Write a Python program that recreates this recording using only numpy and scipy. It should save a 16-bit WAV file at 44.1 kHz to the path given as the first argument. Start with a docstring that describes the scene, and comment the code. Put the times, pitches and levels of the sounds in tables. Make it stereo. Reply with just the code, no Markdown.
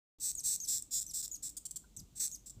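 """A hawkmoth held in the hand squeaks close to the microphone in a small quiet room.
After a moment of silence, room rumble and the low hum of shivering wings set in. The moth sucks air
past a flap in its throat, which rattles in a slowing run of tiny rising chirps, then blows the air
out in a thin falling whistle. The breaths repeat over soft handling bumps and break into short
stutters. A faint knock follows, then a few last squeaks and a final bump."""
import sys
import numpy as np
from scipy import signal
from scipy.fft import rfft, irfft
from scipy.io import wavfile

SR = 44100
rng = np.random.default_rng(int(sys.argv[2]) if len(sys.argv) > 2 else 0)


def inscribe(sig):
    """Save sig as 16-bit PCM at rate SR to the path in sys.argv[1].

    A 1-D sig is mono; a 2-D sig holds one channel per row.
    Samples are clipped to [-1, 1] before scaling.
    """
    pcm = np.round(np.clip(np.atleast_2d(sig).T, -1, 1) * 32767)
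    wavfile.write(sys.argv[1], SR, pcm.astype(np.int16))


N = 114660
T = np.arange(N) / SR
HZ = np.maximum(np.arange(N // 2 + 1) * SR / N, 1)


def from_db(db):
    """Decibels to gain."""
    return 10 ** (np.asarray(db) / 20)


def unit_rms(x):
    """Scale to an rms of 1."""
    return x / np.sqrt(np.mean(x ** 2) + 1e-20)


def over_hz(points):
    """Draw a curve through the points on a log frequency axis."""
    hz, value = np.transpose(points)
    return np.interp(np.log(HZ), np.log(hz), value)


def drift(hz):
    """Random wander of rms 1, mostly slower than hz."""
    return unit_rms(signal.sosfilt(signal.butter(2, hz, fs=SR, output="sos"), rng.standard_normal(N)))


def band_noise(low_hz, high_hz, order):
    """Band-passed noise of rms 1."""
    band = signal.butter(order, [low_hz, high_hz], "band", fs=SR, output="sos")
    return unit_rms(signal.sosfilt(band, rng.standard_normal(N)))


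def delayed(x, ms):
    """Delay a sound, to a fraction of a sample."""
    size = 2 * len(x)
    hz = np.arange(len(x) + 1) * SR / size
    return irfft(rfft(x, size) * np.exp(-2j * np.pi * hz * ms / 1000))[:len(x)]


def add(out, start, x):
    """Mix a sound in at a start time in seconds."""
    i = max(int(start * SR), 0)
    out[..., i:i + x.shape[-1]] += x[..., :max(out.shape[-1] - i, 0)]


# The rumble's EQ. Each row: frequency in Hz, relative level in dB.
RUMBLE_EQ = [(15, -52), (25, 1), (196, -4.5), (543, -18), (1000, -25), (1210, -24.5), (1460, -28.5),
             (1810, -31), (3540, -23.5), (5010, -25.5), (7480, -19.5), (9770, -31), (15000, -30)]
# Its stereo image. Each row: frequency in Hz, left-right likeness from 0 (wide) to 1 (mono).
RUMBLE_LIKENESS = [(40, 0.6), (150, 0.89), (300, 0.34), (600, 0.054), (8000, 0.035)]


def room_rumble():
    """A steady bed of room noise, centred in the bass and wide above."""
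    mid, side = rfft(rng.standard_normal((2, N)))
    alike = over_hz(RUMBLE_LIKENESS)
    stereo = np.sqrt(1 + alike) * mid + np.sqrt(1 - alike) * side * np.array([[1], [-1]])
    return from_db(-64) * unit_rms(irfft(stereo * from_db(over_hz(RUMBLE_EQ)), N))


def room_drone(hz=299.5, db=-79.5):
    """A faint drone that comes and goes within the rumble."""
    return from_db(db) * np.sqrt(2) * drift(8.8) * np.sin(2 * np.pi * hz * T)


# The wing hum's slow build. Each row: time in seconds, level in dB.
HUM_BUILD = [(.2, -74.5), (.9, -69.5), (1.5, -68), (2.6, -66.5)]


def wing_hum(hz=48.5, waver=0.14):
    """The shivering wings give a low, slightly unsteady tone."""
    level = from_db(np.interp(T, *np.transpose(HUM_BUILD))) * (1 + waver * drift(3.2))
    return np.sqrt(2) * level * np.sin(2 * np.pi * hz * T)


def chirp(from_hz, to_hz, length_ms, overtone_db, hiss_db, noise):
    """One opening of the flap: a tiny gliding tone with overtone and hiss."""
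    progress = np.minimum(T[:len(noise)] * 1000 / length_ms, 1)
    detune, gain = 1 + .02 * noise[0], from_db(.6 * noise[-1])   # no two chirps quite alike
    hz = (from_hz + (to_hz - from_hz) * progress ** 0.69) * detune
    phase = 2 * np.pi * np.cumsum(hz) / SR
    tone = np.sin(phase) + from_db(overtone_db) * np.sin(2 * phase) + from_db(hiss_db) * noise
    return gain * np.sin(np.pi * progress) ** 0.98 * tone


def with_hand_echo(x, pan_db, echo_ms, left_bounce=0.1, right_bounce=0.73):
    """Direct sound plus its bounce off the cupped hand; the right side arrives a touch late."""
    echo = delayed(x, echo_ms)
    makeup = np.hypot(1, right_bounce) / np.hypot(1, left_bounce)   # offsets the weaker left bounce
    left = from_db(pan_db / 2) * makeup * (x + left_bounce * echo)
    right = from_db(-pan_db / 2) * delayed(x + right_bounce * echo, ms=0.2223)
    return np.array([left, right]) / 2


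# The in-breaths. Each row: start and end in seconds, first and last rate in chirps per second,
# level in dB, swell in seconds, pan in dB (left minus right), hand echo in ms, chirp top in Hz,
# hiss in dB against the tone.
INTAKE_RASPS = [(.199, 0.3152, 690, 75, -23, 0.057, -6.5, 0.5, 9340, -16),
                (0.433, 0.56, 660, 70, -21.5, 0.032, -7, 0.4987, 9520, -16.5),
                (0.671, 0.7817, 600, 65, -21.5, .02, -6, .53, 9030, -14),
                (0.789, 0.798, 200, 200, -36, .001, -12, .53, 9800, -14),
                (0.908, 1, 600, 150, -22, 0.037, -5.5, 0.55, 8900, -17),
                (1.01, 1.028, 235, 190, -24.5, .001, -5, .53, 9300, -16.5),
                (1.134, 1.2145, 570, 160, -25, .012, -3.5, .53, 9260, -17.5),
                (1.2273, 1.259, 320, 170, -25, .001, -3, 0.54, 8600, -11.5),
                (1.2789, 1.279, 200, 200, -27.5, 0.00086, -7, .53, 9100, -12),
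                (1.424, 1.4818, 510, 180, -29.5, 0.0096, -5.5, .53, 9560, -12),
                (1.492, 1.501, 190, 140, -30.5, .001, 0, .53, 9600, -17.5),
                (1.567, 1.5834, 780, 320, -30.5, .001, -3.5, .6, 10040, -11.5),
                (1.6528, 1.667, 450, 270, -28.5, .001, -4.5, 0.677, 10150, -11.5),
                (1.7096, 1.714, 250, 250, -27.5, .001, -5.5, .65, 10100, -16),
                (1.7591, 1.773, 350, 300, -28, .001, -4.5, 0.675, 9900, -9),
                (2.153, 2.189, 590, 200, -33.5, .03, -8.5, .5, 9700, -10),
                (2.193, 2.2643, 590, 210, -23.5, 0.013, -9, .5, 9300, -11),
                (2.2726, 2.279, 81, 220, -27, .001, -11.5, .5, 9500, -7.5),
                (2.459, 2.483, 490, 250, -39, .004, -7, .53, 9300, -10),
                (2.486, 2.4825, 200, 200, -45, 0.00073, -7, 0.64, 9800, -19),
                (2.4965, 2.5065, 375, 280, -36, .001, -8.5, .53, 9240, -20)]


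def intake_rasps():
    """Indrawn air rattles the flap in runs of rising chirps; most slow down as the throat fills."""
    out = np.zeros((2, N))
    progress = np.linspace(0, 1, 200)
    for start, end, first_rate, last_rate, db, swell, pan_db, echo_ms, top_hz, hiss_db in INTAKE_RASPS:
        length = abs(end - start)
        noises = rng.standard_normal((100, 160))   # one strip per chirp
        wander = 1 + .02 * np.interp(progress, np.linspace(0, 1, 7), rng.standard_normal(7))
        rate = wander * (last_rate + (first_rate - last_rate) * np.sqrt(1 - progress))
        cycles = np.cumsum(rate) * length / len(progress)
        openings = np.linspace(0, cycles[-1], round(cycles[-1]) + 1)   # one per flap cycle
        run = np.zeros(SR // 5)
        for t, noise in zip(np.interp(openings, cycles, progress * length), noises):
            strength = min(.08 + (t + .5 / first_rate) / swell, 1)
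            jitter = .015 * noise[-2] / first_rate
            pulse = chirp(2710, top_hz, length_ms=0.885, overtone_db=-8, hiss_db=hiss_db, noise=noise)
            add(run, t + jitter, strength * pulse)
        add(out, start, from_db(db) * with_hand_echo(run, pan_db, echo_ms))
    return out


# The hand's movements. Each row: start in seconds, length in seconds, rough pitch in Hz, level in dB.
HAND_BUMPS = [(0.287, .14, 44, -58), (0.433, 0.082, 95, -59), (0.657, 0.19, 169, -69.5),
              (1.952, .11, 116, -57), (2.561, 0.043, 113, -52.5)]


def handling_bumps():
    """The moving hand makes dull, soft swells of low noise."""
    out = np.zeros(N)
    for start, length, hz, db in HAND_BUMPS:
        swell = np.sin(np.pi * np.clip((T - start) / length, 0, 1))
        out += from_db(db) * swell * band_noise(hz / 2.7, hz * 1.35, order=2)
    return out


# The edges of the out-breaths. 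Each row: start in seconds, level in dB, centre pitch in Hz, length in ms.
BREATH_PIPS = [(0.3512, -28.5, 8600, 3.4), (.404, -39, 8400, 5.3), (0.412, -38, 7800, 3.4),
               (.602, -25, 6800, 1.4), (0.8223, -30, 7760, 1.45), (.8235, -28, 8340, 1.57),
               (1.0648, -30.5, 7400, 2.4), (1.1107, -36.5, 8030, 4.9), (1.3158, -36, 7200, 1.5),
               (1.9642, -33.5, 6920, 4.7), (1.9705, -32.5, 8200, 2.4), (2.3145, -28.5, 7300, 2.2)]


def breath_pips(fall=0.55):
    """Falling pips as the outward air starts or stops."""
    out = np.zeros((2, N))
    for start, db, hz, ms in BREATH_PIPS:
        from_hz, to_hz = hz * (1 + fall / 2), hz * (1 - fall / 2)
        pip = chirp(from_hz, to_hz, ms, overtone_db=-16, hiss_db=-16, noise=rng.standard_normal(400))
        add(out, start, from_db(db) * with_hand_echo(pip, pan_db=-2.5, echo_ms=0.506))
    return out


# The out-breaths. 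Each row: start in seconds, length in seconds, top pitch in Hz, level in dB,
# swell in seconds, pan in dB (left minus right), waver as a share of the pitch.
OUTWARD_WHISTLES = [(0.352, 0.061, 7006, -40, 0.032, -9.5, 0.0072),
                    (0.601, 0.065, 6700, -40, 0.00093, -8.5, 0.0075),
                    (1.064, 0.059, 6260, -44, .002, -7, 0.0068),
                    (1.314, 0.055, 7060, -42.5, 0.00084, -4.5, 0.0088),
                    (1.973, 0.035, 6390, -47, 0.0018, -9, 0.0475),
                    (2.319, 0.046, 6890, -44, .002, -9.5, 0.025)]
# Every whistle's arc. Each row: share of the length, share of the top pitch, fundamental's gain in dB.
WHISTLE_ARC = [(0, 0.93, -1), (.24, 1.0, -7.5), (0.449, 0.96, -9.5), (0.618, .925, 1.5), (0.759, .82, -3.5),
               (0.882, 0.58, -15), (1, 0.6, -64)]


def outward_whistles(overtones_db=-15, air_db=-19.5, flutter_db=1.6, release_s=0.0017):
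    """Air blown out: a wavering tone that arches and drops as the pressure runs out."""
    out = np.zeros((2, N))
    share, arc_pitch, arc_db = np.transpose(WHISTLE_ARC)
    for start, length, top_hz, db, swell, pan_db, waver in OUTWARD_WHISTLES:
        t = T[T < length]
        progress = t / length
        hz = top_hz * np.interp(progress, share, arc_pitch) * (1 + waver * drift(394)[:len(t)])
        phase = 2 * np.pi * np.cumsum(hz) / SR
        fundamental = from_db(np.interp(progress, share, arc_db)) * np.sin(phase)
        overtones = from_db(overtones_db) * (np.sin(2 * phase) + np.sin(3 * phase))
        air = from_db(air_db) * band_noise(5500, 9000, order=1)[:len(t)] * (.5 + progress)
        level = from_db(db + flutter_db * drift(180)[:len(t)])
        fades = np.minimum(t / swell, 1) * np.minimum((length - t) / release_s, 1)
        pan = from_db([[pan_db / 2], [-pan_db / 2]])
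        add(out, start, pan * level * fades * (fundamental + overtones + air))
    return out


def head_cavity(x, hz=7770, width_hz=1200, gain=0.21):
    """The head cavity rings briefly after each pulse, giving the squeak its piercing centre."""
    b, a = signal.iirpeak(hz, hz / width_hz, fs=SR)
    ring = signal.lfilter(b, a, x + 1e-18)
    return (x + gain * ring) / (1 + gain / 2)


# The throat's colour. Each row: frequency in Hz, gain in dB.
THROAT_EQ = [(300, -11), (1100, -16), (2200, -4.5), (2900, -6), (3400, 0), (3900, -3), (4900, 0),
             (5800, -1.5), (6800, 6.5), (7600, 7.5), (8600, 3.5), (10200, 1), (11700, 2.5), (13000, -6.5),
             (14700, 3), (15600, -2)]
# Extra colour on the left side. Each row: frequency in Hz, gain in dB.
LEFT_EQ = [(2000, 4.5), (4000, 0), (7500, -2), (9500, 0), (12500, 5.5), (15000, 4)]


def throat_colour(x):
    """The throat shapes the squeak's tone; the left side gets more mids and top."""
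    eq_db = over_hz(THROAT_EQ) + np.outer([1, 0], over_hz(LEFT_EQ))
    return irfft(rfft(x) * from_db(eq_db), N)


def reflections(x, db, t60_s):
    """Diffuse echoes that die away, different on each side."""
    t = T[:SR // 2]
    tail = rng.standard_normal((2, len(t))) * from_db(-60 * t / t60_s) * (t > .001)
    tail /= np.sqrt(np.sum(tail ** 2, axis=1, keepdims=True))
    return from_db(db) * signal.fftconvolve(x, tail, axes=1)[:, :N]


# The knock's partials. Each row: pitch in Hz, level in dB.
KNOCK_PARTIALS = [(1000, -65), (1410, -60.5), (1530, -60)]


def knock(start=1.838, attack_s=0.0053, t60_s=0.062):
    """One faint, soft-edged knock that rings out quickly."""
    out = np.zeros(N)
    envelope = np.minimum(T / attack_s, 1) * from_db(-60 * T / t60_s)
    for hz, db in KNOCK_PARTIALS:
        add(out, start, from_db(db) * envelope * np.sin(2 * np.pi * hz * T))
    return out


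def scene():
    """The squeaking moth up front, with a small room and quiet low sounds behind it."""
    moth = throat_colour(head_cavity(intake_rasps() + breath_pips() + outward_whistles()))
    near = reflections(moth, db=-11, t60_s=.02)
    crossfed = moth + moth[::-1] / 2   # each side spills into the other
    room = reflections(crossfed, db=-11.5, t60_s=0.24)
    return moth + near + room + room_rumble() + room_drone() + wing_hum() + handling_bumps() + knock()


def record(dry, silence_s=0.1846, cutoff_hz=15400):
    """Sound sets in after a moment of silence; the top is cut steeply."""
    fade_in = np.clip((T - silence_s) / 0.0022, 0, 1)
    return signal.sosfilt(signal.ellip(10, .1, 80, cutoff_hz, fs=SR, output="sos"), dry * fade_in)


dry = scene()
out = record(dry)
inscribe(out)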